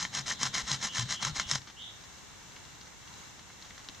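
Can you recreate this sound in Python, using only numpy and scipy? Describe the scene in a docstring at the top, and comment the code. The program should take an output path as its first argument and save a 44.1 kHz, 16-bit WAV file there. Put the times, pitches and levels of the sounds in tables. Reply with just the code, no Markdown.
"""Scraping birch bark in a wood

A knife makes twelve quick strokes over a sheet of bark on the ground. Tearing and snapping fibres excite
the sheet's resonances, pushes make it thrum, hands bump the soil and sleeves flap. Fingers then gather
the shavings with faint ticks. A small bird sings one phrase far off in the trees, over a soft hiss."""
import sys
import numpy as np
from scipy import signal
from scipy.fft import rfft, irfft
from scipy.io import wavfile

SR = 44100
rng = np.random.default_rng(int(sys.argv[2]) if len(sys.argv) > 2 else 0)


def persist_wave(psi):
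    """Save psi, clipped to +-1, as 16-bit WAV."""
    counts = np.round(np.clip(psi, -1, 1) * 32767).astype(np.int16)
    wavfile.write(sys.argv[1], SR, np.atleast_2d(counts).T)


N = 176400
T = np.arange(N) / SR
WORK_ENDS_S = 1.57

# Knife strokes, to and fro. Each row: time of full bite, rise time and hold time in seconds,
# rasp and hiss levels in dB, resonance of the patch under the edge in Hz.
KNIFE_STROKES = [(0.0, .03, 0.042, -41.5, -37, 1780), (0.144, 0.032, 0.04, -40, -37.5, 1810),
                 (0.266, 0.011, 0.05, -40.5, -36, 1970), (0.423, 0.039, 0.038, -37, -33.5, 1400),
                 (.546, .018, 0.043, -36.5, -34, 2060), (0.705, 0.066, 0.028, -37, -32.5, 1920),
                 (0.835, .047, 0.025, -38.5, -33.5, 1820), (0.97, 0.06, 0.039, -39.5, -35, 1730),
                 (1.111, 0.063, 0.023, -41, -36.5, 1950), (1.234, 0.044, 0.044, -38, -35.5, 1300),
                 (1.362, 0.023, 0.044, -41.5, -37, 2060), (1.506, 0.042, 0.044, -40.5, -34, 1580)]
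# Spectra of the bark's low rasp and high hiss. Each row: frequency in Hz, relative level in dB.
RASP_SPECTRUM = [(100, -20.5), (200, 0.5), (330, -12.5), (480, -11), (700, -7), (950, -3), (1450, -3.5),
                 (2000, 0.5), (2500, -5), (3200, -7.5), (4500, -28), (16000, -55)]
HISS_SPECTRUM = [(100, -63), (1500, -23), (2700, -7.5), (3300, -5), (4100, 3), (4450, -8), (5100, 2.5),
                 (5700, 1.5), (6600, -0.5), (7100, -5), (7700, -7), (8300, -16.5), (8900, -16.5),
                 (9600, -24), (11000, -29.5), (12500, -51), (16000, -91)]
# Modes of the bark sheet. Each row: frequency in Hz, bandwidth in Hz, gain added to the plain scrape.
SHEET_MODES = [(839, 21, 0.65), (1041, 59, 1), (1348, 64, 0.69), (1560, 32, 0.33), (1825, 45, 1),
               (2140, 54, 0.63), (3140, 81, 1.24), (6490, 110, 0.9)]
# Spectrum of the background hiss. Each row: frequency in Hz, relative level in dB.
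AIR_SPECTRUM = [(15, -45), (25, -12.5), (69, -1), (129, -2.5), (164, -5.5), (198, -4.5), (227, -8.5),
                (297, -9.5), (331, -11), (648, -14), (703, -12.5), (782, -10.5), (970, -9), (1240, -11.5),
                (1410, -11), (2300, -11.5), (2490, -11.5), (2700, -10.5), (3000, -15), (4040, -12.5),
                (4500, -18.5), (6380, -11), (7500, -16), (9050, -30), (15500, -36)]
# Stereo width of that hiss. Each row: frequency in Hz, side level minus mid level in dB.
AIR_WIDTH = [(30, 1), (120, -5), (280, 0), (600, -2), (1500, -3), (4000, -2), (6500, -1.5), (9000, -2),
             (15000, 1.5)]
# Spectrum of flapping sleeves. Each row: frequency in Hz, relative level in dB.
SLEEVE_SPECTRUM = [(20, -27), (60, -5), (130, 2), (220, -1), (400, -19), (1500, -18), (8000, -55),
                   (16000, -70)]
# Thrums of the pushed sheet. Each row: start and time until decay in seconds, pitch in Hz, level in dB.
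SHEET_THRUMS = [(.015, 0.015, 165, -50), (.172, 0.041, 128.4, -45.5), (.432, 0.062, 128.3, -45.5),
                (.710, 0.033, 134, -38), (.982, 0.062, 126, -36.5), (1.250, 0.063, 138, -40.5),
                (1.520, 0.039, 136.7, -39.5)]
# Breaking fibres. Each row: start in seconds, low and high crack levels in dB, resonance in Hz.
FIBRE_SNAPS = [(0.0509, -27, -36, 1780), (.150, -52, -23.5, 2000), (.312, -25, -38, 1850),
               (0.4315, -24.5, -17, 1000), (.467, -25.5, -38, 1510), (.551, -39, -23.5, 2180),
               (0.581, -31, -26, 2100), (.716, -31, -21, 2000), (.848, -28.5, -29, 900),
               (.9825, -27.5, -23.5, 1000), (1.1254, -28.5, -28, 1920), (1.2494, -25, -20.5, 1270),
               (1.3977, -21, -22.5, 2030), (1.5131, -25, -17, 1840), (1.5558, -25.5, -25, 1500)]
# The bird's phrase. Each row: start and length in seconds, first and last pitch in Hz, level in dB.
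BIRD_NOTES = [(0.062, 0.053, 4300, 3680, -50), (0.179, 0.056, 4300, 3180, -49),
              (0.319, 0.074, 4300, 3090, -46), (0.45, 0.064, 4300, 3000, -47.5),
              (0.586, 0.049, 4300, 2970, -47.5), (.73, 0.05, 4300, 2980, -47),
              (0.867, 0.064, 2850, 3320, -40), (1.004, 0.049, 4300, 3650, -43),
              (1.133, 0.073, 3104, 3193, -40), (1.275, .05, 4200, 3770, -46.5),
              (1.387, 0.049, 3700, 2613, -40.5), (1.762, 0.067, 2876, 3380, -43.5),
              (1.788, 0.0714, 3410, 3660, -42.5)]
# Hands striking the soil. Each row: start in seconds, level in dB.
HAND_BUMPS = [(.27, -52), (0.634, -42.5), (.725, -45), (.985, -46), (1.265, -43), (1.32, -41), (1.387, -40),
              (1.46, -45), (1.56, -56)]
# Fingers on bark and shavings. Each row: start and decay time in seconds, rustle and tick levels in dB.
FINGER_TOUCHES = [(1.617, .004, -46, -45), (1.672, 0.023, -48.5, -49), (1.70, .005, -51, -50),
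                  (2.037, 0.0072, -50, -47), (2.564, 0.0052, -44.5, -60), (2.811, 0.0044, -58, -44),
                  (2.868, 0.0096, -50, -52), (3.075, .006, -53, -48.5), (3.393, 0.0034, -46.5, -47),
                  (3.501, 0.0063, -46.5, -65), (3.624, .004, -57, -41), (3.648, 0.018, -53, -49.5),
                  (3.7063, 0.002, -40.5, -47), (3.779, 0.0033, -45, -41.5), (3.794, 0.012, -52.5, -51),
                  (3.8874, 0.00084, -45, -27), (3.897, .002, -43, -46), (3.947, 0.0056, -55, -46.5)]
# Spectrum of a dry tick. Each row: frequency in Hz, relative level in dB.
TICK_SPECTRUM = [(100, -23), (1500, -14), (2400, -11), (3100, -2), (4100, 0.5), (5000, -3.5), (6200, 1.5),
                 (7500, -22.5)]
# Reflection from ground and trunks. Each row: frequency in Hz, gain in dB.
SCATTER_RESPONSE = [(50, 7), (130, 10), (280, -28), (600, -14.5), (1200, -11), (4000, -11.5), (6500, -14.5),
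                    (8000, -11.5), (15000, 20)]
# Narrow gaps in the spectrum. Each row: centre in Hz, width in Hz.
NOTCH_BANDS = [(2500, 210), (5000, 45), (6000, 45), (7000, 35), (8000, 35), (10000, 70)]


def undb(db):
    """Decibels to amplitude ratio."""
    return 10 ** (np.asarray(db) / 20)


def unit(x):
    """Scale to rms 1."""
    return x / np.sqrt(np.mean(x ** 2) + 1e-20)


def noise():
    """White noise."""
    return rng.standard_normal(N)


def wander(per_s):
    """Random values joined by straight lines, rms 1."""
    return unit(np.interp(T * per_s, np.arange(8000), rng.standard_normal(8000)))


def colour(x, points, keep_power=True):
    """Minimum-phase filter through (Hz, dB) points."""
    hz, db = np.array(points, float).T
    bins_hz = np.maximum(np.fft.rfftfreq(8192, 1 / SR), 1)
    gain = undb(np.interp(np.log(bins_hz), np.log(hz), db))
    cepstrum = irfft(np.log(unit(gain) if keep_power else gain))
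    cepstrum[1:4096] *= 2  # folding makes the filter causal
    cepstrum[4097:] = 0
    return signal.fftconvolve(x, irfft(np.exp(rfft(cepstrum))))[:N]


def ring(x, hz, width_hz):
    """A damped resonator, gain 1 at its centre."""
    return signal.lfilter(*signal.iirpeak(hz, hz / width_hz, fs=SR), x)


def grains(per_s, spread_db):
    """Shot noise: random clicks of uneven size."""
    clicks = (rng.random(N) < per_s / SR) * np.sign(noise())
    return unit(clicks * undb(spread_db * np.clip(noise(), -2, 2)))


def burst(start, decay_s):
    """Sudden onset, exponential decay."""
    return (T >= start) * np.exp(-np.maximum(T - start, 0) / decay_s)


def diffuse(x, decay_s):
    """Convolution with decaying noise, uncorrelated left and right."""
    t = T[:SR // 2]
    response = rng.standard_normal((2, len(t))) * np.exp(-t / decay_s) * (1 - np.exp(-2 * t / decay_s))
    response /= np.sqrt(np.sum(response ** 2, axis=1, keepdims=True))
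    return signal.fftconvolve(x[None], response, axes=1)[:, :N]


def pan(x, left_db):
    """A level difference between the channels gives direction."""
    return x * undb(np.array([[left_db], [-left_db]]) / 2)


def knife_friction():
    """Stick-slip friction: the edge catches and tears fibres, loudest at mid-stroke. Gives two bands."""
    catch = unit(undb(2.16 * wander(220)))
    coarse = catch * grains(per_s=6000, spread_db=4)
    fine = catch * grains(per_s=6000, spread_db=4)
    low, high = np.zeros(N), np.zeros(N)
    fall_s = 0.048
    for bite, rise, hold, rasp_db, hiss_db, patch_hz in KNIFE_STROKES:
        slowing = np.maximum(bite - T, 0) / rise + np.maximum(T - bite - hold, 0) / fall_s
        speed = undb(-25 * np.minimum(slowing, 10) ** 1.48) + 1e-9  # the power rounds the shoulders
        rasp = speed * undb(rasp_db) * coarse
        low += rasp + 0.43 * ring(rasp, patch_hz, width_hz=160)
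        high += speed * undb(hiss_db) * fine
    return low, high


def bark_sheet(low, high):
    """Forced vibration: the sheet colours both bands and reinforces them at its modes."""
    drive = undb(-1.5) * colour(low, RASP_SPECTRUM) + colour(high, HISS_SPECTRUM)
    return drive + sum(gain * ring(drive, hz, width) for hz, width, gain in SHEET_MODES)


def air():
    """Broadband noise of the open wood, partly correlated between channels; its level wavers slightly."""
    mid = unit(colour(noise(), AIR_SPECTRUM))
    side = colour(unit(colour(noise(), AIR_SPECTRUM)), AIR_WIDTH, keep_power=False)
    level = undb(-52.9 + 0.82 * wander(4.69))
    return pan(level * np.array([mid + side, mid - side]), left_db=0.7)


def sleeves():
    """Flapping cloth radiates low-frequency noise while the knife works."""
    working = np.exp(-np.maximum(T - WORK_ENDS_S, 0) / 0.051)
    return undb(-55) * working * colour(noise(), SLEEVE_SPECTRUM)


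def sheet_thrum():
    """Damped oscillation of the pushed sheet; rubbing on the soil modulates its amplitude."""
    out = np.zeros(N)
    rise_s, decay_s = 0.0097, 0.025
    wobble = 1 + 0.06 * wander(60.3)
    flutter = 1 + 0.24 * wander(300)
    for start, hold, hz, db in SHEET_THRUMS:
        envelope = np.clip((T - start) / rise_s, 0, 1) * np.exp(-np.maximum(T - start - hold, 0) / decay_s)
        phase = 2 * np.pi * np.cumsum(hz * wobble * (T > start)) / SR
        out += np.sqrt(2) * undb(db) * envelope * flutter * np.sin(phase)
    return out


def fibre_snaps():
    """Brittle fracture: each larger fibre breaks in a burst that rings the bark. Gives two bands."""
    low, high = np.zeros(N), np.zeros(N)
    coarse, sharp = np.sign(noise()), np.sign(noise())
    for start, low_db, high_db, hz in FIBRE_SNAPS:
        envelope = burst(start, decay_s=0.0016) + 1e-9
        crack = envelope * undb(low_db) * coarse
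        low += crack + 1.4 * ring(crack, hz, width_hz=120)
        high += envelope * undb(high_db) * sharp
    return low, high


def bird():
    """Frequency modulation makes the gliding notes buzz; scattering among the trees smears them."""
    song = np.zeros(N)
    buzz_hz = 147.7 * (1 + 0.1 * wander(40))
    buzz = 1 + 0.078 * np.sin(2 * np.pi * np.cumsum(buzz_hz) / SR)
    for start, length, from_hz, to_hz, db in BIRD_NOTES:
        progress = np.clip((T - start) / length, 0, 1)
        envelope = np.sqrt(8 * progress * (1 - progress))
        hz = (from_hz + (to_hz - from_hz) * progress) * buzz
        song += undb(db) * envelope * np.sin(2 * np.pi * np.cumsum(hz) / SR)
    return 0.41 * song + undb(-2.5) * diffuse(song, decay_s=0.057)


def hand_bumps(hz=65, peak_s=0.0049):
    """Heavily damped impacts: hands on soil give dull pulses of about one cycle."""
    out = np.zeros(N)
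    for start, db in HAND_BUMPS:
        age = np.maximum(T - start, 0)
        envelope = age / peak_s * np.exp(1 - age / peak_s)
        out += undb(db) * envelope * np.sin(2 * np.pi * hz * age)
    return out


def fingers():
    """Contact transients: gathered shavings rustle, tick and crinkle, and the sheet springs back once."""
    rustle = sum(burst(start, decay) * undb(db) for start, decay, db, _ in FINGER_TOUCHES) * noise()
    ticks = sum(burst(start, decay) * undb(db) for start, decay, _, db in FINGER_TOUCHES)
    ticks *= np.sign(noise())
    crinkle = diffuse(grains(per_s=110, spread_db=15), decay_s=0.0011)[0]
    crinkle *= undb(-64) * (T > WORK_ENDS_S)
    flap_at_s, flap_hz = 3.893, 281
    flap = undb(-46) * burst(flap_at_s, decay_s=0.009) * np.sin(2 * np.pi * flap_hz * (T - flap_at_s))
    touches = colour(rustle, RASP_SPECTRUM) + colour(ticks + crinkle, TICK_SPECTRUM) + flap
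    return signal.sosfilt(signal.butter(4, 8000, fs=SR, output="sos"), touches)


def scene():
    """Superposition of close handwork left of centre, its reflections, the bird and the air."""
    rasp, hiss = knife_friction()
    low_cracks, high_cracks = fibre_snaps()
    work = bark_sheet(rasp + low_cracks, hiss + high_cracks) + fingers()
    left_lag_s = 8e-6
    left = irfft(rfft(work) * np.exp(-2j * np.pi * np.fft.rfftfreq(N, 1 / SR) * left_lag_s), N)
    early = diffuse(colour(work, SCATTER_RESPONSE, keep_power=False), decay_s=0.0053)
    late = undb(-26.5) * diffuse(work, decay_s=0.11)
    handwork = pan(np.array([left, work]) + early + late, left_db=1.5)
    bass = pan(sheet_thrum() + hand_bumps() + sleeves(), left_db=4)
    return handwork + bass + bird() + air()


def record(dry):
    """Notch filters remove six narrow bands, and a steep low-pass cuts the highest treble."""
    for hz, width in NOTCH_BANDS:
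        dry = signal.lfilter(*signal.iirnotch(hz, hz / width, fs=SR), dry)
    return signal.sosfilt(signal.ellip(10, .2, 70, 15550, fs=SR, output="sos"), dry)


dry = scene()
out = record(dry)
persist_wave(out)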